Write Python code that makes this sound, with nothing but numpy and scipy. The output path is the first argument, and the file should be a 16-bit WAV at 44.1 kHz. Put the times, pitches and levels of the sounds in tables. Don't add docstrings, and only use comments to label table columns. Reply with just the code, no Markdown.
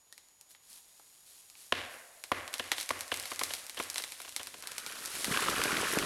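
import sys
import numpy as np
from scipy import signal
from scipy.fft import rfft, irfft
from scipy.io import wavfile
from scipy.ndimage import uniform_filter1d

SR = 44100
rng = np.random.default_rng(int(sys.argv[2]) if len(sys.argv) > 2 else 0)


def generate_wav(signal):
    frames = np.transpose(np.atleast_2d(signal))
    scaled = np.clip(frames, -1, 1) * 32767
    pcm = np.round(scaled).astype(np.int16)
    wavfile.write(sys.argv[1], SR, pcm)


N = 267201
TIME_S = np.arange(N) / SR
HINGE_OPENS_S, HINGE_PARTS_S, CROWN_STRIKES_S = 2.52, 4.75, 5.282


# (time [s], knock level [dB], knock pitch [Hz], length [ms])
HINGE_CRACKS = [(1.723, -23, 1630, 4.3), (2.3169, -24.5, 1170, 6.7), (2.5957, -32.5, 1680, 11),
                (2.9053, -28.5, 1170, 6.9), (3.1168, -29.5, 1650, 10.7), (3.3165, -37.5, 1250, 11),
                (3.4124, -32.5, 1250, 8.7), (3.5063, -40.5, 1670, 6.2), (3.7703, -38.5, 1760, 33),
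                (3.7992, -33.5, 1340, 11), (3.9989, -44, 1540, 8.9), (4.201, -46.5, 1390, 6),
                (4.3951, -42.5, 1770, 18)]
# (frequency [Hz], width [Hz], gain [dB])
HINGE_MODES = [(1024, 140, 2.5), (3210, 770, 2)]

def hinge_cracks(thud_re_knock_db=-4.5, creak_hz=1520, creak_ms=11):
    creaks = [(s, -49 + db, creak_hz, creak_ms) for s, db in scattered(4.2, 5.1, spread_db=1, count=12)]
    direct, diffuse = breaks([(s, db, hz, db + thud_re_knock_db, -26 + 0.48 * db, ms)
                              for s, db, hz, ms in HINGE_CRACKS + creaks])
    hollow = sum(amp(db) * ring(direct, hz, width_hz) for hz, width_hz, db in HINGE_MODES)
    return np.array([amp(-3) * (direct + hollow), diffuse])


# (time [s], knock level [dB], spit level [dB])
FIBRE_SNAPS = [(2.2389, -44, -42.5), (2.478, -44, -46.5), (2.5397, -36.5, -35.5), (2.717, -26.5, -30.5),
               (2.7823, -38, -43), (2.8112, -43, -36.5), (2.8912, -39.5, -36), (3.0079, -44, -35.5),
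               (3.1414, -39, -38.5), (3.1986, -50, -37.5), (3.2553, -43, -62), (3.393, -38.5, -35),
               (3.435, -38, -29.5), (3.5369, -39.5, -34.5), (3.6963, -45, -41.5), (3.9006, -47, -35.5),
               (3.9585, -38, -40), (3.981, -37, -33), (4.0387, -39.5, -42), (4.1209, -45.5, -45),
               (4.3633, -38, -32.5), (4.6726, -44, -38.5), (4.781, -43, -37.5), (4.8637, -42, -40.5),
               (5.058, -50, -36.5), (5.2443, -34, -33.5), (5.6377, -37.5, -30), (5.9869, -36, -32.5)]

def splinters(ref_db=-36.5, ref_hz=2110, ref_ms=2.04, thud_re_knock_db=-19):
    strays = [(s, -52 + db, -45 + db)
              for s, db in scattered(HINGE_OPENS_S, CROWN_STRIKES_S, spread_db=4, count=26)]
    rows = []
    for s, db, spit_db in FIBRE_SNAPS + strays:
        excess_db = db - ref_db
        hz = ref_hz * 2 ** (-.012 * excess_db)
        length_ms = ref_ms * 2 ** (excess_db / 10.5)
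        rows.append((s, db, hz, db + thud_re_knock_db, spit_db, length_ms))
    return breaks(rows)


def breaks(rows):
    direct, diffuse = np.zeros((2, N))
    for s, *blow, length_ms in rows:
        add(direct, s, fracture(slip_run(length_ms), *blow, ringing=2.2))
        add(diffuse, s, fracture(signal.unit_impulse(3072), *blow, ringing=.4))
    return np.array([direct, diffuse])


# (frequency [Hz], width [Hz], gain [dB])
TRUNK_MODES = [(88.5, 48, -16), (246.4, 39, -7), (373, 79, -6.5), (450.5, 110, -1.5), (568, 197, -4),
               (707, 52, 0.5), (1071, 96, -16)]
# (frequency [Hz], gain [dB])
SPIT_SPECTRUM = [(1000, -38), (2800, -12), (4200, 1.5), (7000, -2), (11000, -0.5), (14000, -5)]

def fracture(slips, knock_db, knock_hz, thud_db, spit_db, ringing):
    bending = ring(slips, knock_hz, .17 * knock_hz) + .7 * ring(slips, 1.7 * knock_hz, .3 * knock_hz)
    knock = ring(ringing * bending + slips, knock_hz, 2.17 * knock_hz)
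    wood_absorption = signal.butter(3, min(2.25 * knock_hz, SR / 3), fs=SR, output="sos")
    knock = signal.sosfilt(wood_absorption, knock)
    thud = sum((-1) ** k * amp(db) * ring(slips, hz, width_hz)
               for k, (hz, width_hz, db) in enumerate(TRUNK_MODES))
    spit = colour(slips, SPIT_SPECTRUM, size=512)
    parts = (knock, knock_db), (thud, thud_db), (spit, spit_db)
    return sum(amp(db) * part / np.sqrt(np.sum(part ** 2) / (SR / 100)) for part, db in parts)


def slip_run(length_ms, size=3072):
    fade = np.exp(-(np.arange(size) * 1000 / SR / max(length_ms, .3)) ** 1.3)
    run = rng.standard_normal(size) * fade
    for _ in range(2):
        spectrum = rfft(run)
        run = irfft(spectrum / (np.abs(spectrum) + 1e-9) ** .6) * np.sqrt(fade)
    return run


# (time [s], length [s], level [dB])
STRIP_RIPS = [(2.759, 0.058, -42), (3.146, 0.18, -45.5), (3.395, 0.2, -44.5), (3.785, 0.054, -43),
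              (3.957, 0.048, -41.5), (4.105, 0.033, -50)]
# (frequency [Hz], gain [dB])
TEAR_SPECTRUM = [(300, -13.5), (1200, -7.5), (2500, -2), (4000, -0.5), (7000, -2.5), (11000, -0.5),
                 (13000, -5)]

def tearing_and_swish(thins_from_s=4.3, thinning_db_per_s=13):
    hiss = grains(rate_hz=6000, spread_db=2.5, length_ms=.8) * amp(.7 * walk(40))
    ticks = grains(rate_hz=110 * amp(6 * walk(25)), spread_db=5.5, length_ms=.9)
    ticks = ticks + amp(-5.5) * undergrowth(ticks)
    texture = unit(colour(hiss + amp(-3.5) * ticks, TEAR_SPECTRUM))
    steady_tear = (HINGE_OPENS_S, HINGE_PARTS_S - HINGE_OPENS_S, -50.5)
    fibres_left = amp(-thinning_db_per_s * np.maximum(TIME_S - thins_from_s, 0))
    rips = swells([steady_tear, *STRIP_RIPS], attack_s=0.013, release_s=0.041) * fibres_left
    needles = crown_gain(start_s=4.5, lead_s=0.067, db_per_s=31, surge_db=3, surge_s=-3, full_db=-35.5)
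    strike_swish = swells([(5.3, 0.044, -38.5)], attack_s=0.024, release_s=.08)
    return texture * np.hypot(rips, np.hypot(needles, strike_swish))


# (time [s], peak level [dB], pitch [Hz])
BUTT_BUMPS = [(2.319, -27, 460), (3.799, -30, 374), (5.28, -28.5, 202), (5.31, -28, 170), (5.598, -32, 355),
              (5.655, -26, 370), (5.829, -27.5, 380), (5.969, -20.5, 295)]

def butt_bumps():
    track = np.zeros(N)
    for s, db, hz in BUTT_BUMPS:
        blow = ring(slip_run(length_ms=10), hz, 0.83 * hz)
        blow = ring(blow, hz, 3.3 * hz)
        add(track, s, amp(db) * blow / np.abs(blow).max())
    return track


# (time [s], knock level [dB], knock pitch [Hz])
LIMB_BREAKS = [(5.3207, -37, 2030), (5.3729, -28, 1550), (5.4231, -35, 1290), (5.4838, -32.5, 1100),
               (5.6153, -31.5, 1540), (5.6553, -37, 1310), (5.7184, -35, 1470), (5.7684, -32.5, 2100)]

def limb_breaks(thud_re_knock_db=-21, spit_re_knock_db=-10.5, length_ms=5.3):
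    return breaks([(s, db, hz, db + thud_re_knock_db, db + spit_re_knock_db, length_ms)
                   for s, db, hz in LIMB_BREAKS])


# (frequency [Hz], gain [dB])
STICK_SPECTRUM = [(300, -34.5), (800, -9), (1100, -4.5), (1500, -1), (2100, -9), (2800, -9), (4500, -12),
                  (10000, -20.5)]

def stick_clatter():
    crunch = grains(rate_hz=1500, spread_db=3, length_ms=3)
    pops = sum(ring(grains(rate_hz=70, spread_db=3, length_ms=2), hz, hz / 6)
               for hz in np.geomspace(1100, 3000, 6))
    gain = crown_gain(start_s=4.6, lead_s=-0.013, db_per_s=8.5, surge_db=12, surge_s=0.04, full_db=-35)
    return unit(colour(crunch + .55 * unit(pops), STICK_SPECTRUM)) * gain


# (frequency [Hz], gain [dB])
THUMP_SPECTRUM = [(20, -22), (50, -6.5), (110, -7.5), (180, -2), (380, 3), (550, -1.5), (750, -7),
                  (1600, -37)]

def limb_thumps():
    blows = grains(rate_hz=260, spread_db=3.5, length_ms=5)
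    gain = crown_gain(start_s=4.5, lead_s=0.057, db_per_s=8, surge_db=18.5, surge_s=0.34, full_db=-41)
    return unit(colour(blows, THUMP_SPECTRUM)) * gain


def crown_gain(start_s, lead_s, db_per_s, surge_db, surge_s, full_db, fade_s=0.033):
    to_strike_s = CROWN_STRIKES_S - lead_s - TIME_S
    withheld = np.clip(.5 + to_strike_s / surge_s, 0, 1)
    db = full_db - surge_db * withheld - db_per_s * np.maximum(to_strike_s, 0)
    return amp(db) * np.clip((TIME_S - start_s) / fade_s, 0, 1)


# (time [s], knock level [dB], knock pitch [Hz], spit level [dB])
TWIG_SNAPS = [(0.1255, -60, 1910, -50), (0.1788, -56.5, 2200, -52), (0.286, -77, 2740, -63),
              (0.4111, -61.5, 2710, -51.5), (0.5491, -58, 2000, -69), (0.73, -67, 2500, -53),
              (0.9976, -60.5, 795, -65), (1.5, -62, 2460, -53), (1.553, -57, 2450, -70)]

def twig_snaps(thud_re_knock_db=-18.5, length_ms=1.7):
    return breaks([(s, db, hz, db + thud_re_knock_db, spit_db, length_ms)
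                   for s, db, hz, spit_db in TWIG_SNAPS])


# (time [s], length [s], level [dB])
BRUSH_STRIDES = [(0.485, 0.025, -51.5), (0.68, 0.096, -51), (1.25, 0.15, -55), (1.56, 0.11, -53),
                 (1.88, .1, -53.5)]
# (frequency [Hz], gain [dB])
BRUSH_SPECTRUM = [(200, -13.5), (1000, -11), (2200, -8), (4000, -2.5), (6500, -3.5), (10500, 1),
                  (13000, -0.5)]

def brush(start_s=0.614, end_s=2.56, wading_db=-59.5, thickening_db_per_s=2.5, stirring_db=-67.5):
    rustle = grains(rate_hz=6300, spread_db=2.5, length_ms=0.84) * amp(0.23 * walk(53.5))
    edges = dict(attack_s=0.025, release_s=0.032)
    wading = swells([(start_s, end_s - start_s, wading_db)], **edges)
    wading *= amp(thickening_db_per_s * (TIME_S - start_s))
    strides = swells(BRUSH_STRIDES, **edges)
    gain = np.sqrt(wading ** 2 + strides ** 2 + amp(stirring_db) ** 2)
    return unit(colour(rustle, BRUSH_SPECTRUM)) * gain


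def gear_clink(start_s=.126, peak_db=-49, hz=1870, t60_s=0.043):
    age_s = np.maximum(TIME_S - start_s, 0)
    return amp(peak_db) * np.sin(2 * np.pi * hz * age_s) * np.exp(-np.log(1000) * age_s / t60_s)


def undergrowth(x, decay_s=.014, size=4096):
    t = np.arange(size) / SR
    response = rng.standard_normal(size) * np.exp(-t / decay_s) * (t > .002)
    return signal.fftconvolve(x, response / np.linalg.norm(response))[:N]


# (frequency [Hz], gain [dB], t60 [s])
FOREST_BANDS = [(60, 3, 0.47), (129, -0.5, 0.51), (312, -10, 0.72), (650, -11, 1.62), (1170, -8, 0.95),
                (1880, -5.5, 1.1), (3600, -5, 0.54), (9000, -6.5, 1.1)]

def forest(x, near_db=-4, near_s=0.04, far_s=0.034, size=65536):
    t = np.arange(size) / SR
    echoes = rfft(grains(rate_hz=3000, spread_db=2, length_ms=.8)[:size])
    bin_octaves = np.log2(np.maximum(np.arange(len(echoes)) * SR / size, 1))
    band_octaves = np.log2([hz for hz, _, _ in FOREST_BANDS])
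    near = amp(near_db) * np.exp(-t / near_s)
    far = 1 - np.exp(-(t / far_s) ** 2)
    response = 0
    for share, (_, db, t60_s) in zip(np.eye(len(FOREST_BANDS)), FOREST_BANDS):
        band = irfft(echoes * np.interp(bin_octaves, band_octaves, share))
        fade = (near + far) * (t > .004) * np.exp(-np.log(1000) * t / t60_s)
        response = response + amp(db) * band * fade / np.sqrt(np.sum(fade ** 2))
    return signal.fftconvolve(x, response)[:N]


# (frequency [Hz], gain [dB])
AIR_SPECTRUM = [(15, -39), (25, -8.5), (231, -14.5), (975, -10), (1480, -16.5), (6250, -16), (6760, -14),
                (7310, -22.5), (11400, -14), (13000, -17)]

def air_and_whine(air_db=-68, whine_db=-69.5, whine_hz=6829):
    air = unit(colour(rng.standard_normal(N), AIR_SPECTRUM)) * amp(air_db + walk(2) / 2)
    whine = np.sqrt(2) * np.sin(2 * np.pi * whine_hz * TIME_S)
    return air + amp(whine_db) * whine


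def amp(db):
    return 10 ** (np.asarray(db) / 20)


def unit(x):
    return x / np.sqrt(np.mean(x ** 2))


def colour(x, points, size=4096):
    hz, db = np.transpose(points)
    bins_hz = np.maximum(np.arange(size // 2 + 1) * SR / size, 1)
    gain = amp(np.interp(np.log(bins_hz), np.log(hz), db))
    cepstrum = irfft(np.log(gain))
    cepstrum[1:size // 2] *= 2
    cepstrum[size // 2 + 1:] = 0
    return signal.fftconvolve(x, irfft(np.exp(rfft(cepstrum))))[:len(x)]


def ring(x, hz, width_hz):
    return signal.lfilter(*signal.iirpeak(hz, hz / width_hz, fs=SR), x)


def walk(rate_hz):
    hold = int(SR / rate_hz)
    steps = np.repeat(rng.standard_normal(N // hold + 1), hold)
    return 1.3 * uniform_filter1d(uniform_filter1d(steps, hold), hold)[:N]


def grains(rate_hz, spread_db, length_ms):
    sizes = amp(spread_db * np.minimum(rng.standard_exponential(N), 3))
    power = (rng.random(N) < rate_hz / SR) * sizes ** 2
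    power = signal.lfilter([1], [1, -np.exp(-2000 / (length_ms * SR))], power)
    return unit(np.sqrt(power) * rng.standard_normal(N))


def swells(rows, attack_s, release_s):
    power = 0
    for s, length_s, db in rows:
        rise = np.clip((TIME_S - s) / attack_s, 0, 1)
        fall = np.exp(-np.maximum(TIME_S - s - length_s, 0) / release_s)
        power = power + (amp(db) * rise * fall) ** 2
    return np.sqrt(power)


def scattered(start_s, end_s, spread_db, count):
    return [(start_s + (end_s - start_s) * (k + when) / count, spread_db * (2 * size - 1))
            for k, (when, size) in enumerate(rng.random((count, 2)))]


def add(track, s, sound):
    start = int(s * SR)
    track[start:start + len(sound)] += sound[:N - start]


def scene():
    cracks, fibres, limbs, twigs = hinge_cracks(), splinters(), limb_breaks(), twig_snaps()
    direct = (cracks + fibres + limbs + twigs)[0] + butt_bumps()
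    near = undergrowth((fibres + twigs)[1]) * amp(-5.5)
    far = forest((amp(-0.5) * cracks + amp(-5) * fibres + amp(0.5) * limbs + amp(-1) * twigs)[1])
    feller = gear_clink() + brush()
    fall = tearing_and_swish() + stick_clatter() + limb_thumps()
    return (direct + near + far + feller + fall + air_and_whine())[None]


# (frequency [Hz], gain [dB])
MIC_RESPONSE = [(20, 0), (11800, 0), (12600, -4), (13600, -21), (15000, -15), (16000, -19), (22000, -30)]

def record(dry, ceiling=.18, top_hz=16200):
    rounded = dry[0] / (1 + (dry[0] / ceiling) ** 4) ** (1 / 4)
    lowpass = signal.ellip(8, .2, 70, top_hz, fs=SR, output="sos")
    return signal.sosfilt(lowpass, colour(rounded, MIC_RESPONSE))[None]


dry = scene()
out = record(dry)
generate_wav(out)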